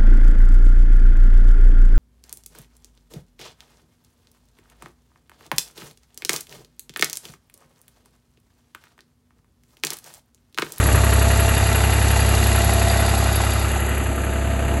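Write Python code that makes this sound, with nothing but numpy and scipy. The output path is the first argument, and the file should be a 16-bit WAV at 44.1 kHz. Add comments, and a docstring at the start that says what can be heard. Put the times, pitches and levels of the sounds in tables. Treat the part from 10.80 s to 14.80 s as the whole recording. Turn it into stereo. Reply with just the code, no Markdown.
"""Three-cylinder diesel idling on a parked trencher in an open yard, heard walking past its open engine bay.
Firing pulses throb in the exhaust, knock on the block and ring the panels and covers. Timing gears whine
and thump, the injection pump clinks, fittings rattle, the valve gear ticks over fan hiss. Light wind
buffets the microphone pair. Near the end the bodywork screens the engine and shades the treble."""
import sys
import numpy as np
from scipy import signal
from scipy.fft import rfft, irfft
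from scipy.io import wavfile

SR = 44100
rng = np.random.default_rng(int(sys.argv[2]) if len(sys.argv) > 2 else 0)


def wav_record(signal):
    """Record a signal, one row per channel, as 16-bit PCM in the file named by sys.argv[1]."""
    frames = np.transpose(np.atleast_2d(signal))
    bounded = np.clip(frames, -1, 1)
    # unit amplitude maps onto the largest positive 16-bit level
    quanta = np.round(bounded * 32767).astype(np.int16)
    wavfile.write(sys.argv[1], SR, quanta)


N = 176400
T, HZ = np.arange(N) / SR, np.fft.rfftfreq(N, 1 / SR)
CYLINDERS, FIRING_HZ = 3, 33.74  # one cycle = 3 firings; order = multiple of the cycle rate

# wind at the microphones (time [s], level [dB])
WIND_LEVEL = [(0, -28), (.45, -38), (.72, -25), (.95, -25.5), (1.5, -40), (2.5, -43), (3.5, -36.5),
              (4, -43)]
# engine noise along the walk (time [s], block [dB], panel [dB], clatter [dB], fan [dB], ticks [dB])
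ENGINE_LEVELS = [(0, -25.5, -32, -23.5, -28.5, -31), (.6, -28.5, -32, -24, -27.5, -31.5),
                 (1.1, -29, -29, -25.5, -29.5, -31), (1.6, -28.5, -30, -25.5, -27.5, -29.5),
                 (2.2, -29, -29, -27, -29.5, -31), (2.75, -31, -31, -29.5, -32, -33.5),
                 (3.3, -29.5, -39.5, -32.5, -37.5, -40), (3.65, -30.5, -44, -32.5, -37.5, -49),
                 (4, -27.5, -33.5, -31.5, -38.5, -65)]
# bay parts along the walk (time [s], gear whine [dB], gear thump [dB], clink [dB], rattle [dB])
BAY_LEVELS = [(0, -40, -28, -46, -42), (.6, -30, -27, -41, -47), (1.1, -36.5, -29, -38, -38.5),
              (1.6, -34.5, -24, -41.5, -35), (2.2, -30, -21, -37.5, -34.5), (2.75, -48, -26, -39, -35.5),
              (3.15, -49, -40, -53, -35.5), (3.65, -35.5, -32, -55, -51)]
# exhaust along the walk (time [s], other orders [dB], third firing harmonic [dB])
EXHAUST_LEVELS = [(0, -18, -19), (.4, -15.5, -20), (.9, -19.5, -21), (1.3, -17, -21.5), (2.1, -18.5, -22.5),
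                  (2.8, -21, -26), (3.4, -22.5, -33.5), (4, -20.5, -30)]
# exhaust balance (time [s], left minus right [dB])
EXHAUST_PAN = [(0, 0.3), (1.2, -0.8), (3.2, -0.8)]

# exhaust lines; unequal cylinders add weak ones between firing harmonics (order, level [dB])
EXHAUST_ORDERS = [(6, -0.5), (7, -18.5), (8, -28.5), (9, 0.5), (12, -15), (15, -23.5), (18, -21), (20, -20),
                  (21, -25.5)]
# block tones (order before rounding, level [dB], loudest at [s])
BLOCK_ORDERS = [(33, -36.5, 2), (39, -38.5, 1.46), (54, -37.5, 0.098), (57, -40, 0.71), (79.2, -37, 1.07),
                (107.8, -40, 0.1), (164, -38.5, 0.23)]
# cover modes (frequency [Hz], width [Hz], level [dB], loudest at [s])
COVER_RESONANCES = [(1239, 167, -4, .2), (1359, 36, 4.5, 2), (1507, 126, 1.5, 3.6), (1695, 120, -1.5, 4.8),
                    (1886, 85, 2.5, 0.93), (1989, 48, 2.5, 1.6), (2426, 260, -3.5, 3.8),
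                    (2790, 61, 1, 1.44)]
# pump and line modes (frequency [Hz], width [Hz], level [dB])
PUMP_RESONANCES = [(3670, 160, 3.5), (4100, 260, -6.5), (4716, 180, 1)]

# combustion knocks (cycle position [firings], clatter [dB], panel [dB])
KNOCK_BLOWS = [(0.12, 3, -11), (1.02, 2, 0), (2.1, 4, -3.5), (0.5, -4, -11.5), (2.5, -3.5, -29)]
# valve ticks (cycle position [firings], bright [dB], lower [dB])
VALVE_BLOWS = [(.42, -9.5, -1), (.93, -20, -21), (1.43, -6, 7.5), (2.44, -0.5, -2.5)]
# pump clinks, gear thumps (cycle position [firings], level [dB])
PUMP_BLOWS = [(1.08, -10), (1.5, -7.5), (1.98, -2.5), (2.62, -2.5)]
GEAR_BLOWS = [(.13, -10), (1.04, 1.5), (2.0, 1.5)]

# spectral shapes (frequency [Hz], relative gain [dB])
WIND_EQ = [(10, -9), (22, -9), (50, -13.5), (90, 5.5), (130, -9), (220, -11), (1500, -69)]
FAN_EQ = [(200, -26), (1500, -6.5), (3300, 1.5), (3650, 5), (4200, 2.5), (4700, 1), (5150, -1.5), (6500, 2),
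          (8200, 5), (9500, 1), (10400, 5), (11000, -14), (11500, -15)]
BLOCK_EQ = [(35, -5.5), (60, -1.5), (130, 1.5), (220, -2), (330, -1.5), (480, -4), (600, -7), (900, -11.5),
            (2000, -36.5)]
PANEL_EQ = [(300, -46), (540, -12.5), (660, -7), (750, -1), (830, -1), (980, -9.5), (1600, -24.5)]
CLATTER_EQ = [(400, 6), (800, -5), (1080, 5), (1300, 1.5), (1700, 3.5), (1950, -2.5), (2200, 0), (2500, 2),
              (2820, 0), (3200, -15.5), (3650, -23), (4200, -8), (4700, -11), (5200, -16), (12000, -2.5)]
BRIGHT_TICK_EQ = [(7000, -38), (8300, 0), (9400, -2), (10400, -5), (11100, 3), (11500, 2), (12000, -29)]
LOWER_TICK_EQ = [(2000, -35), (4000, 1), (6000, -1), (8000, 1), (9500, 9.5), (11500, -6)]
COVER_EQ = [(500, 10.5), (1100, -1.5), (3000, -0.5), (5000, -22.5), (9000, -1)]
PUMP_EQ = [(2000, -20), (3500, -1), (4800, 2.5), (5200, -24)]

# left-right coherence, clipped to +-1 in use (frequency [Hz], approaching, facing bay, behind bodywork)
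MIC_COHERENCE = [(60, 0.97, 1, 1), (504, 0.94, 0.93, 0.98), (1350, 1, 1, 0.88), (1990, 0.098, 0.84, 1),
                 (2620, 0.89, 0.29, 0.86), (2880, 0.37, -0.33, 0.48), (3740, .35, 0.91, -0.14),
                 (4660, 0.44, 0.85, -0.37), (5130, -0.93, 0.18, -1.01), (5720, -0.4, -0.64, -1.06),
                 (6540, 0.42, 1, 0.95), (7300, 1, 1, 1)]
COHERENCE_AT_S = (0.12, 2.78, 3.02)
# microphone balance (frequency [Hz], left minus right [dB])
MIC_BALANCE = [(60, -1.5), (180, -1.3), (300, 0), (800, -1.6), (1300, .3), (2000, 1.6), (2700, 5.5),
               (3300, 1.5), (5000, .6), (7000, 0)]
# microphone phase (frequency [Hz], right lead [cycles])
MIC_LEAD = [(7300, 0), (8000, .24), (8500, .5), (9550, .5), (10200, .75), (10600, .92), (11000, 1)]
# engine bearing as the listener turns (time [s], right lag [ms])
MIC_LAG = [(0, 0.14), (1.2, 0.021), (2.5, 0.0057), (3.2, -0.054), (4, -0.076)]


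def amp(db):
    """Decibels to gain."""
    return 10 ** (np.asarray(db) / 20)


def unit(x):
    """Scale to rms 1."""
    return x / np.sqrt(np.mean(x ** 2) + 1e-20)


def spectrum(points):
    """Table interpolated over log frequency."""
    hz, value = np.transpose(points)
    return np.interp(np.log(HZ + 1), np.log(hz + 1), value)


def levels(table):
    """One gain curve over time per dB column."""
    time_s, *columns = np.transpose(table)
    return [amp(np.interp(T, time_s, db)) for db in columns]


def drift(rate_hz):
    """Slow random motion, rms 1."""
    return unit(irfft(rfft(rng.standard_normal(N)) / (1 + (HZ / rate_hz) ** 4), N))


def colour(x, eq):
    """Spectral shaping, rms 1."""
    return unit(irfft(rfft(x) * amp(spectrum(eq)), N))


def ring(x, hz, width_hz):
    """One resonance."""
    radius = np.exp(-np.pi * width_hz / SR)
    return signal.lfilter([1 - radius], [1, -radius * np.exp(2j * np.pi * hz / SR)], x).real


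def vibration(firings, repeat, memory_s):
    """Dense metal vibration on two paths; a share repeats each cycle, changing slowly along the walk."""
    cycle = firings / CYLINDERS + 1
    cycle_samples = round(SR * CYLINDERS / FIRING_HZ)
    carry = np.exp(-CYLINDERS / FIRING_HZ / memory_s)
    rows = rng.standard_normal((int(cycle[-1]) + 2, 2, cycle_samples))
    rows = signal.lfilter([np.sqrt(1 - carry ** 2)], [1, -carry], rows[1:], axis=0, zi=carry * rows[:1])[0]
    cyclic = np.hstack(rows)[:, (cycle * cycle_samples).astype(int)]
    return np.sqrt(repeat) * cyclic + np.sqrt(1 - repeat) * rng.standard_normal((2, N))


def blows(firings, positions, levels_db, rise_s, decay_s, bed_db, scatter_db):
    """Envelope of uneven blows at set cycle positions, over a steady bed."""
    power = amp(bed_db) ** 2
    for position, db in zip(positions, levels_db):
        cycle, since = np.divmod(firings - position + 2 * CYLINDERS, CYLINDERS)
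        age_s = since / FIRING_HZ
        strength = amp(db + scatter_db * rng.standard_normal(size=64))[cycle.astype(int)]
        power = power + (strength * (1 - np.exp(-age_s / rise_s)) * np.exp(-age_s / decay_s)) ** 2
    return np.sqrt(power)


def grains(per_s, spread_db, decay_s=0.00016):
    """Envelope of tiny metal contacts within a blow."""
    sizes = amp(spread_db * np.minimum(rng.exponential(1, N), 4))
    contacts = sizes * (rng.random(N) < per_s / SR)
    return np.sqrt(1 + signal.lfilter([1], [1, -np.exp(-1 / (decay_s * SR))], contacts ** 2))


def covers(x, fall_db_per_s=1.5, vary_db=1.3, vary_hz=12):
    """Engine covers ring; the mode mix shifts from knock to knock and along the walk."""
    modes = 0
    for hz, width_hz, db, peak_s in COVER_RESONANCES:
        gain = amp(db - fall_db_per_s * abs(T - peak_s) + vary_db * drift(vary_hz))
        modes = modes + gain * ring(x, hz, width_hz)
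    return colour(modes, COVER_EQ)


def microphones(paths, lag_below_hz=3000):
    """Left takes the direct path; right blends it, time-shifted, with the other path along the walk."""
    direct, other = rfft(paths)
    lag_s = np.interp(T, *np.transpose(MIC_LAG)) / 1000
    shifted = rfft(np.interp(T - lag_s, T, paths[0]))
    direct_right = direct + (shifted - direct) / (1 + (HZ / lag_below_hz) ** 4)
    tilt = amp(spectrum(MIC_BALANCE) / 2)
    lead = np.exp(2j * np.pi * spectrum(MIC_LEAD))
    hz, *spots = np.transpose(MIC_COHERENCE)
    right = 0
    for spot, weights in zip(spots, np.eye(len(spots))):
        coherence = np.clip(spectrum(list(zip(hz, spot))), -1, 1)
        blend = coherence * direct_right + np.sqrt(1 - coherence ** 2) * other
        right = right + np.interp(T, COHERENCE_AT_S, weights) * irfft(blend * lead / tilt, N)
    return np.array([irfft(direct * tilt, N), right])


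def wind(common_gain=0.91, gust_db=3.5, gust_hz=5.4):
    """Low buffeting, partly common to both microphones."""
    air = rng.standard_normal((2, N)) + common_gain * rng.standard_normal(N)
    return levels(WIND_LEVEL)[0] * amp(gust_db * drift(gust_hz)) * colour(air, WIND_EQ)


def fan():
    """Broadband air hiss."""
    return colour(rng.standard_normal((2, N)), FAN_EQ)


def fittings(contacts_per_s=700):
    """Loose fittings chatter against the covers at random."""
    contacts = rng.standard_normal((2, N)) * (rng.random(N) < contacts_per_s / SR)
    return covers(np.tanh(contacts))


def injection_pump(firings):
    """Strokes ring the pump and its steel lines."""
    strokes = vibration(firings, repeat=0.2, memory_s=0.84)
    strokes *= blows(firings, *np.transpose(PUMP_BLOWS),
                     rise_s=.0008, decay_s=.006, bed_db=-16, scatter_db=4)
    modes = sum(amp(db) * ring(strokes, hz, width_hz) for hz, width_hz, db in PUMP_RESONANCES)
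    return colour(modes, PUMP_EQ)


def valve_gear(firings):
    """Short contacts between firings: a gritty bright sizzle and a smoother, lower tick."""
    positions, bright_db, lower_db = np.transpose(VALVE_BLOWS)
    shape = dict(rise_s=.002, decay_s=.0085, bed_db=-21, scatter_db=1.1)
    bright = rng.standard_normal((2, N)) * blows(firings, positions, bright_db, **shape)
    lower = rng.standard_normal((2, N)) * blows(firings, positions, lower_db, **shape)
    bright *= grains(per_s=2100, spread_db=2.4)
    lower *= grains(per_s=1200, spread_db=2.5)
    return amp(0.5) * colour(bright, BRIGHT_TICK_EQ) + amp(-2) * colour(lower, LOWER_TICK_EQ)


def timing_gears(firings, whine_gain, thump_gain, teeth_per_cycle=60, slack_teeth=.065, rough_hz=45):
    """Rough mesh whine; firings slam the teeth together, so the housing thumps at the same pitch."""
    thumps = blows(firings, *np.transpose(GEAR_BLOWS), rise_s=.003, decay_s=.006, bed_db=-50, scatter_db=4)
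    whine = 1 + 0.14 * np.cos(2 * np.pi * (firings - 0.05)) + .3 * drift(rough_hz)
    teeth = teeth_per_cycle * firings / CYLINDERS + slack_teeth * drift(rough_hz)
    return (whine_gain * whine + thump_gain * thumps) * np.sqrt(2) * np.sin(2 * np.pi * teeth)


def block_rumble(firings):
    """Dense low vibration of the block."""
    return colour(vibration(firings, repeat=0.7, memory_s=0.93), BLOCK_EQ)


def block_tones(firings, fall_db_per_s=5, depth_db=8.5, waver_db=0.13):
    """Cycle-locked tones, each swelling as the listener passes its spot."""
    tones = 0
    for order, db, peak_s in BLOCK_ORDERS:
        fall_db = np.minimum(fall_db_per_s * abs(T - peak_s), depth_db)
        gain = amp(db - fall_db + waver_db * drift(rate_hz=3.8))
        tones = tones + gain * np.sin(2 * np.pi * (round(order) * firings / CYLINDERS + rng.random()))
    return np.sqrt(2) * tones


def knocks(firings):
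    """Each firing booms in the panels and sets off a sharper clatter that rings the covers."""
    positions, clatter_db, panel_db = np.transpose(KNOCK_BLOWS)
    panel = vibration(firings, repeat=0.72, memory_s=1.4)
    panel *= blows(firings, positions, panel_db, rise_s=.002, decay_s=.010, bed_db=-12, scatter_db=2.8)
    clatter = vibration(firings, repeat=0.84, memory_s=0.88)
    clatter *= blows(firings, positions, clatter_db,
                     rise_s=.0022, decay_s=.014, bed_db=-11, scatter_db=1.14)
    return colour(panel, PANEL_EQ), amp(-4) * colour(clatter, CLATTER_EQ) + amp(-3.5) * covers(clatter)


def exhaust(firings, lag_firings=0.2538, waver_db=0.08):
    """The silencer passes only low harmonics of the firing pulses."""
    other_gain, third_gain = levels(EXHAUST_LEVELS)
    cycles = (firings - lag_firings) / CYLINDERS
    throb = 0
    for order, db in EXHAUST_ORDERS:
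        walk_gain = third_gain if order == 3 * CYLINDERS else other_gain
        gain = walk_gain * amp(db - waver_db * drift(rate_hz=8.3))
        throb = throb - gain * np.cos(2 * np.pi * order * cycles)
    return np.sqrt(2) * throb


def scene():
    """One crankshaft times the engine; levels follow the walk; the exhaust leans left, then right."""
    firings = .2 + FIRING_HZ * T + .006 * drift(rate_hz=1.8)
    block_gain, panel_gain, clatter_gain, fan_gain, tick_gain = levels(ENGINE_LEVELS)
    whine_gain, thump_gain, clink_gain, rattle_gain = levels(BAY_LEVELS)
    panel, clatter = knocks(firings)
    paths = (block_gain * block_rumble(firings) + panel_gain * panel + clatter_gain * clatter
             + fan_gain * fan() + tick_gain * valve_gear(firings)
             + clink_gain * injection_pump(firings) + rattle_gain * fittings())
    throb = exhaust(firings)
    paths[0] += throb + block_tones(firings) + timing_gears(firings, whine_gain, thump_gain)  # direct path
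    lean = np.sqrt(levels(EXHAUST_PAN)[0])
    return microphones(paths) + throb * np.array([lean - 1, 1 / lean - 1]) + wind()


def record(dry, cutoff_hz=11800):
    """Steep low-pass."""
    lowpass = signal.firwin(401, cutoff_hz, window=("kaiser", 9), fs=SR)
    return signal.oaconvolve(dry, lowpass[None], "same")


dry = scene()
out = record(dry)
wav_record(out)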